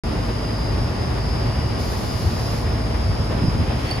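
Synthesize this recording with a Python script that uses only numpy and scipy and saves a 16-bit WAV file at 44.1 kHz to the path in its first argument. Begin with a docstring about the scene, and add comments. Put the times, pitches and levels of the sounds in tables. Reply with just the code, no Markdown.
"""Distant machines rumble and hum across a concrete factory yard, and one whistles faintly.
An inverter (a fast electric switch) feeds a motor and makes it whine near 5 kHz.
Air hisses from a far valve for most of a second, and light gusts buffet the microphone.
Near the end comes a soft knock, then plastic wrap rustles, scrapes and gives a short squeak."""
import sys
import numpy as np
from scipy import signal
from scipy.fft import rfft, irfft
from scipy.io import wavfile

SR = 44100
rng = np.random.default_rng(int(sys.argv[2]) if len(sys.argv) > 2 else 0)


def bounce(signal):
    """Save signal as a 16-bit WAV file at the path given by the first command-line argument."""
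    frames = np.transpose(np.atleast_2d(signal))
    limited = np.clip(frames, -1, 1)
    pcm = np.round(limited * 32767).astype(np.int16)
    wavfile.write(sys.argv[1], SR, pcm)


N = 176400
TIME = np.arange(N) / SR

# "Mid" is the sound both ears share; "side" is how they differ.
# the mid part of the machines' roar: (frequency [Hz], level [dB])
ROAR_MID = [(20, -85), (32, -57), (48, -45), (115, -47.5), (195, -53), (240, -54.5), (420, -59), (700, -62),
            (1100, -66.5), (1500, -71), (2900, -77), (4200, -80.5)]
WANDER_HZ = 0.87  # how far the machines' tones stray in pitch


def roar():
    """Far machinery blurred by the yard: a fluttering rumble under thin hiss."""
    # the side part of the roar: (frequency [Hz], level [dB])
    roar_side = [(20, -85), (55, -71), (115, -76), (200, -65), (550, -61.5), (950, -66.5), (1600, -73.5),
                 (2900, -78.5), (4200, -80.5)]
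    # steady hiss above it: (frequency [Hz], mid level [dB], side level [dB])
    thin_hiss = [(4190, -83, -91), (5740, -88, -81), (6400, -85.5, -93), (6950, -87.5, -93),
                 (8380, -103, -82), (9620, -89, -82), (11530, -93, -95), (12800, -101, -115),
                 (14000, -105, -125)]
    top_hz = thin_hiss[0][0]
    rumble = stereo(noise(ROAR_MID, high_hz=top_hz), noise(roar_side, high_hz=top_hz))
    flutter = from_db(-0.89 + 1.02 * drift(16))
    return flutter * rumble + hiss(thin_hiss)


def hums():
    """Engine and fan tones, wavering on their way across the yard."""
    # the clearest tones: (pitch [Hz], level [dB], side compared with mid [dB])
    engine_tones = [(38.4, -51, -20), (54.6, -32.5, -19), (74.53, -32.5, -36), (109.7, -32.5, -9.5),
                    (125.7, -37, -25), (222.9, -42.5, -10), (238.5, -41.5, -17), (300.4, -44.5, -11),
                    (380.3, -48.5, -28), (426.4, -48.5, -15), (643, -47.5, -22), (1892, -58.5, 0),
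                    (2370, -61, -9), (2080, -59, -3)]
    # other machines add 40 faint tones at random pitches, just above the roar
    low_hz, high_hz = 800.2, 4189
    faint_hz = low_hz * (high_hz / low_hz) ** rng.random(40)
    roar_hz, roar_db = np.transpose(ROAR_MID)
    faint_db = np.interp(np.log(faint_hz), np.log(roar_hz), roar_db) + 9
    faint_tones = [(hz, db, -1) for hz, db in zip(faint_hz, faint_db)]
    out = 0
    for hz, db, side_db in list(engine_tones) + faint_tones:
        pitch = hz + WANDER_HZ * drift(2.69)
        mid, side = [from_db(2.5 * drift(2.23)) * tone(pitch) for _ in range(2)]
        out = out + from_db(db) * stereo(mid, from_db(side_db) * side)
    return out


def motor():
    """Electric switching makes a motor whine; echoes make it fade and shift differently at each ear."""
    # four main tones as the microphone moves through the echoes, each: (time [s], level [dB])
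    low_tone = [(0.06, -57), (0.241, -47), (0.36, -47), (0.46, -43), (0.64, -40.5), (0.71, -43),
                (0.77, -60), (0.94, -58), (1.02, -47), (1.1, -54), (1.2, -48), (1.37, -51), (1.48, -49),
                (1.79, -56), (1.91, -48), (2.01, -61), (2.1, -41), (2.25, -51.5), (2.5, -45), (2.61, -54),
                (3.2, -60), (3.47, -51), (3.54, -57), (3.7, -50.5), (3.98, -56)]
    high_tone = [(0.06, -62), (0.65, -63), (0.73, -51), (0.86, -44), (0.94, -57), (1.02, -42), (1.21, -53),
                 (1.33, -42.5), (1.49, -56), (1.61, -45), (1.68, -67), (1.77, -47), (2.02, -53),
                 (2.12, -49), (2.3, -61), (2.48, -43.5), (2.6, -62), (2.67, -41.5), (2.82, -47),
                 (2.95, -59), (3.36, -56), (3.4, -43.5), (3.49, -40), (3.535, -60), (3.6, -43),
                 (3.665, -55), (3.72, -43.5), (3.82, -62), (3.93, -49)]
    third_tone = [(0.06, -51.5), (0.62, -51.5), (0.81, -59), (1.92, -46), (2.04, -60), (2.1, -51),
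                  (2.17, -59), (3.35, -69), (3.5, -55), (3.98, -65)]
    fourth_tone = [(0.06, -59), (1.08, -58), (1.18, -51), (1.65, -55), (1.85, -55), (2.4, -53), (2.7, -63)]
    # the side part of the high tone: (time [s], level [dB])
    high_side = [(0.06, -53), (0.68, -58), (0.82, -43), (1.05, -65), (1.24, -45), (1.62, -44), (1.9, -52),
                 (2.2, -54), (2.47, -42), (2.63, -53), (3.02, -45), (3.24, -42), (3.38, -52), (3.49, -38),
                 (3.57, -52), (3.97, -48)]
    # weaker tones around the main ones: (pitch [Hz], level [dB])
    weak_tones = [(4626, -76), (4693, -57), (4775, -55.5), (4975, -72), (5025, -70), (5125, -70),
                  (5225, -60), (5306, -56.5), (5456, -60)]
    # their shared rise and fall: (time [s], level [dB])
    weak_swell = [(0, -6), (.8, -1), (2.7, -1), (3.2, -1), (3.5, -4)]
    # rasp of the motor's casing: (frequency [Hz], level [dB])
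    rasp = [(4250, -86), (4550, -80.5), (5000, -75), (5380, -76.5), (5560, -109)]
    high_hz, boost_db = 5074.5, 0.5
    main = [(4924.8, low_tone), (high_hz, high_tone), (4875.0, third_tone), (4543.0, fourth_tone)]
    tones = [(hz, in_time(level)[0] + boost_db) for hz, level in main]
    swell_db = in_time(weak_swell)[0] - 1.5
    tones += [(hz, db + swell_db + 7.5 * np.tanh(drift(6.3))) for hz, db in weak_tones]
    out = stereo(noise(rasp, rasp[0][0], rasp[-1][0]), noise(rasp, rasp[0][0], rasp[-1][0]))
    for hz, db in tones:
        angle = 2 * np.pi * (hz * TIME + rng.random()) + 0.42 * drift(2.6)
        side_db = (db + db.mean()) / 2 - 3 + 4.1 * drift(1.8)
        if hz == high_hz:
            side_db = in_time(high_side)[0] + boost_db
        mid = from_db(db) * np.sin(angle)
        side = from_db(side_db) * np.cos(angle + 0.6 * drift(2.5))
        out = out + np.sqrt(2) * stereo(mid, side)
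    return out * from_db([[1], [-1]])  # a little to the left


def gusts():
    """Swirling air hits the microphone in short, low swells."""
    # each gust: (time [s], half length [s], level [dB], centre frequency [Hz])
    puffs = [(0.764, 0.097, -26.5, 111), (1.486, 0.02, -24, 111), (2.156, 0.0095, -22, 75),
             (2.254, 0.032, -18.5, 76), (2.695, 0.031, -26, 81), (3.098, 0.04, -19.5, 84),
             (3.207, 0.013, -19.5, 89), (3.441, 0.015, -13.5, 109), (3.488, 0.016, -23, 170),
             (3.556, 0.01, -20, 104), (3.603, 0.015, -15, 95), (3.745, 0.038, -28.5, 132)]
    # the tone colour of a gust: (multiple of its centre frequency, level [dB])
    colour = [(.3, -33), (.65, -3.5), (1, 4), (1.5, -10.5), (2.6, -14.5), (5.5, -42), (18, -65)]
    out = 0
    for peak_s, half_s, db, hz in puffs:
        swell = np.exp(-.5 * ((TIME - peak_s) / half_s) ** 2)
        spectrum = [(hz * multiple, level) for multiple, level in colour]
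        mid, side = [rms_one(swell * noise(spectrum, 25, 2000)) for _ in range(2)]
        strength = from_db(db) * np.sqrt(np.mean(swell ** 2))
        out = out + strength * stereo(mid, from_db(-12) * side)
    return out


def valve():
    """Compressed air spurts out, holds, and is shut off, leaving a faint tail in the yard."""
    # the jet of air: (frequency [Hz], mid level [dB], side level [dB])
    jet = [(2450, -88, -98), (4300, -77, -81), (6300, -82.5, -82), (7200, -83, -86), (8300, -130, -80),
           (9900, -85, -81), (10800, -85, -82), (12900, -90, -110), (15500, -98, -120)]
    open_s, rise_s, shut_s, fade_s = 1.78, 0.02, 2.58, 0.068
    since_open, since_shut = np.maximum(TIME - open_s, 0), np.maximum(TIME - shut_s, 0)
    flow = np.minimum(since_open / rise_s, 1) * np.exp(-since_shut / fade_s)
    spurt_db = 2.5 * np.exp(-since_open / .08)
    return from_db(-0.9 + spurt_db + 0.73 * drift(15)) * flow * hiss(jet)


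def squeak():
    """Plastic wrap sticks and slips so fast that it gives a short, high note."""
    # the note's path: (time [s], pitch [Hz], level [dB])
    note = [(3.85, 4490, -72), (3.876, 4510, -45), (3.902, 4490, -52), (3.913, 4510, -33.5),
            (3.935, 4590, -48.5), (3.962, 4534, -45), (3.995, 4500, -69)]
    # the tones within the note: (multiple of the pitch, level [dB])
    harmonics = [(1, 6.5), (2, -10.5), (3, -21)]
    pitch, db = in_time(note)
    jitter_hz = 16.8
    shaky_pitches = [pitch + jitter_hz * drift(rate) for rate in (121, 120)]
    mid, side = [sum(from_db(level) * tone(multiple * hz) for multiple, level in harmonics)
                 for hz in shaky_pitches]
    loudness = from_db(db + 1.5 * drift(100)) * (TIME > note[0][0])
    return loudness * stereo(mid, from_db(-6) * side)


def scrape():
    """Rubbing plastic wrap makes a grainy noise."""
    # how loud the rub is: (time [s], level [dB])
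    swell = [(3.55, -20), (3.68, -9), (3.78, -12), (3.885, -3), (3.93, -6.5), (4.0, -8)]
    # its tone colour: (frequency [Hz], level [dB])
    colour = [(900, -77), (2000, -67.5), (3200, -68.5), (5000, -92), (7000, -97), (15000, -125)]
    loudness = from_db(in_time(swell)[0] + 2 * drift(90)) * (TIME > swell[0][0])
    return loudness * stereo(noise(colour), noise(colour))


def rustle():
    """Plastic wrap crinkles finely and brightly, swelling ahead of the squeak."""
    # how loud the crinkles are: (time [s], level [dB])
    swell = [(3.55, -22), (3.74, -22), (3.8, -4), (3.9, -6.5), (4.0, -14)]
    # their tone colour: (frequency [Hz], mid level [dB], side level [dB])
    colour = [(3000, -75, -82), (6600, -80.5, -84), (8400, -100, -79), (11000, -86, -85),
              (15500, -101, -125)]
    grains = rms_one(from_db(4 * drift(250)))
    return from_db(in_time(swell)[0]) * (TIME > swell[0][0]) * grains * hiss(colour)


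def scuff():
    """A brief dull rub at the height of the squeak."""
    # its tone colour: (frequency [Hz], level [dB])
    colour = [(350, -61), (700, -57.5), (1300, -75)]
    peak_s, half_s = 3.915, 0.012
    swell = np.exp(-.5 * ((TIME - peak_s) / half_s) ** 2)
    return swell * noise(colour, colour[0][0], colour[-1][0])


def knock():
    """A soft knock on the microphone's housing: one low thump that dies quickly."""
    start_s, pitch_hz, fade_s = 3.481, 125, .006
    age = np.maximum(TIME - start_s, 0)
    return -from_db(-4.5) * np.exp(-age / fade_s) * np.sin(2 * np.pi * pitch_hz * age)


def whistle():
    """A far machine gives a thin tone that swells twice."""
    # how loud it is: (time [s], level [dB])
    swell = [(1.3, -64), (1.6, -49), (1.98, -63), (2.09, -48.5), (2.27, -56), (2.4, -66)]
    pitch_hz = 2891 + WANDER_HZ * drift(2.3)
    return from_db(in_time(swell)[0]) * stereo(tone(pitch_hz), .5 * tone(pitch_hz))


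def from_db(db):
    """Turn decibels into a number to multiply by."""
    return 10 ** (np.asarray(db) / 20)


def rms_one(x):
    """Scale a signal so its average strength (rms) is 1."""
    return x / np.sqrt(np.mean(x ** 2) + 1e-20)


def in_time(rows):
    """Turn each column after the time into a curve with one value per sample."""
    times, *columns = np.transpose(rows)
    return [np.interp(TIME, times, column) for column in columns]


def drift(rate_hz):
    """Smooth random wandering of typical size 1; a higher rate wanders faster."""
    step, warm_up = 40, 2000
    memory = np.exp(-2 * np.pi * step * rate_hz / SR)
    draws = rng.standard_normal(N // step + warm_up + 2)
    smooth = signal.lfilter([1], [1, -2 * memory, memory * memory], draws)[warm_up:]
    return np.interp(np.arange(N) / step, np.arange(len(smooth)), rms_one(smooth))


def noise(spectrum, low_hz=0, high_hz=SR):
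    """Noise shaped by (frequency [Hz], level [dB per Hz]) rows, falling steeply outside its edges."""
    hz = np.maximum(np.arange(N // 2 + 1) * SR / N, 1)
    points, db = np.transpose(spectrum)
    gain = from_db(np.interp(np.log(hz), np.log(points), db))
    gain = gain / np.sqrt((1 + (low_hz / hz) ** 20) * (1 + (hz / high_hz) ** 20))
    return irfft(rfft(rng.standard_normal(N)) * gain, N) * np.sqrt(SR / 2)


def stereo(mid, side):
    """Left and right from mid and side."""
    return np.array([mid + side, mid - side])


def hiss(table):
    """Stereo noise from rows of frequency, mid level and side level."""
    table = np.array(table)
    return stereo(*[noise(table[:, [0, k]], low_hz=table[0, 0]) for k in (1, 2)])


def tone(hz):
    """A pure tone of average strength 1 on a steady or moving pitch."""
    cycles = np.cumsum(hz + np.zeros(N)) / SR + rng.random()
    return np.sqrt(2) * np.sin(2 * np.pi * cycles)


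def scene():
    """Everything heard in the yard."""
    machines = (roar() + hums() + whistle()) * from_db([[0.16], [-0.16]])  # barely to the left
    return machines + motor() + gusts() + knock() + valve() + squeak() + scrape() + rustle() + scuff()


def record(dry):
    """The sound starts after a moment of silence, and the highest treble is cut."""
    start_s, stop_hz = .036, 16500
    treble_cut = signal.cheby2(16, 70, stop_hz, fs=SR, output="sos")
    return signal.sosfilt(treble_cut, dry * (TIME > start_s) + 1e-18)


dry = scene()
out = record(dry)
bounce(out)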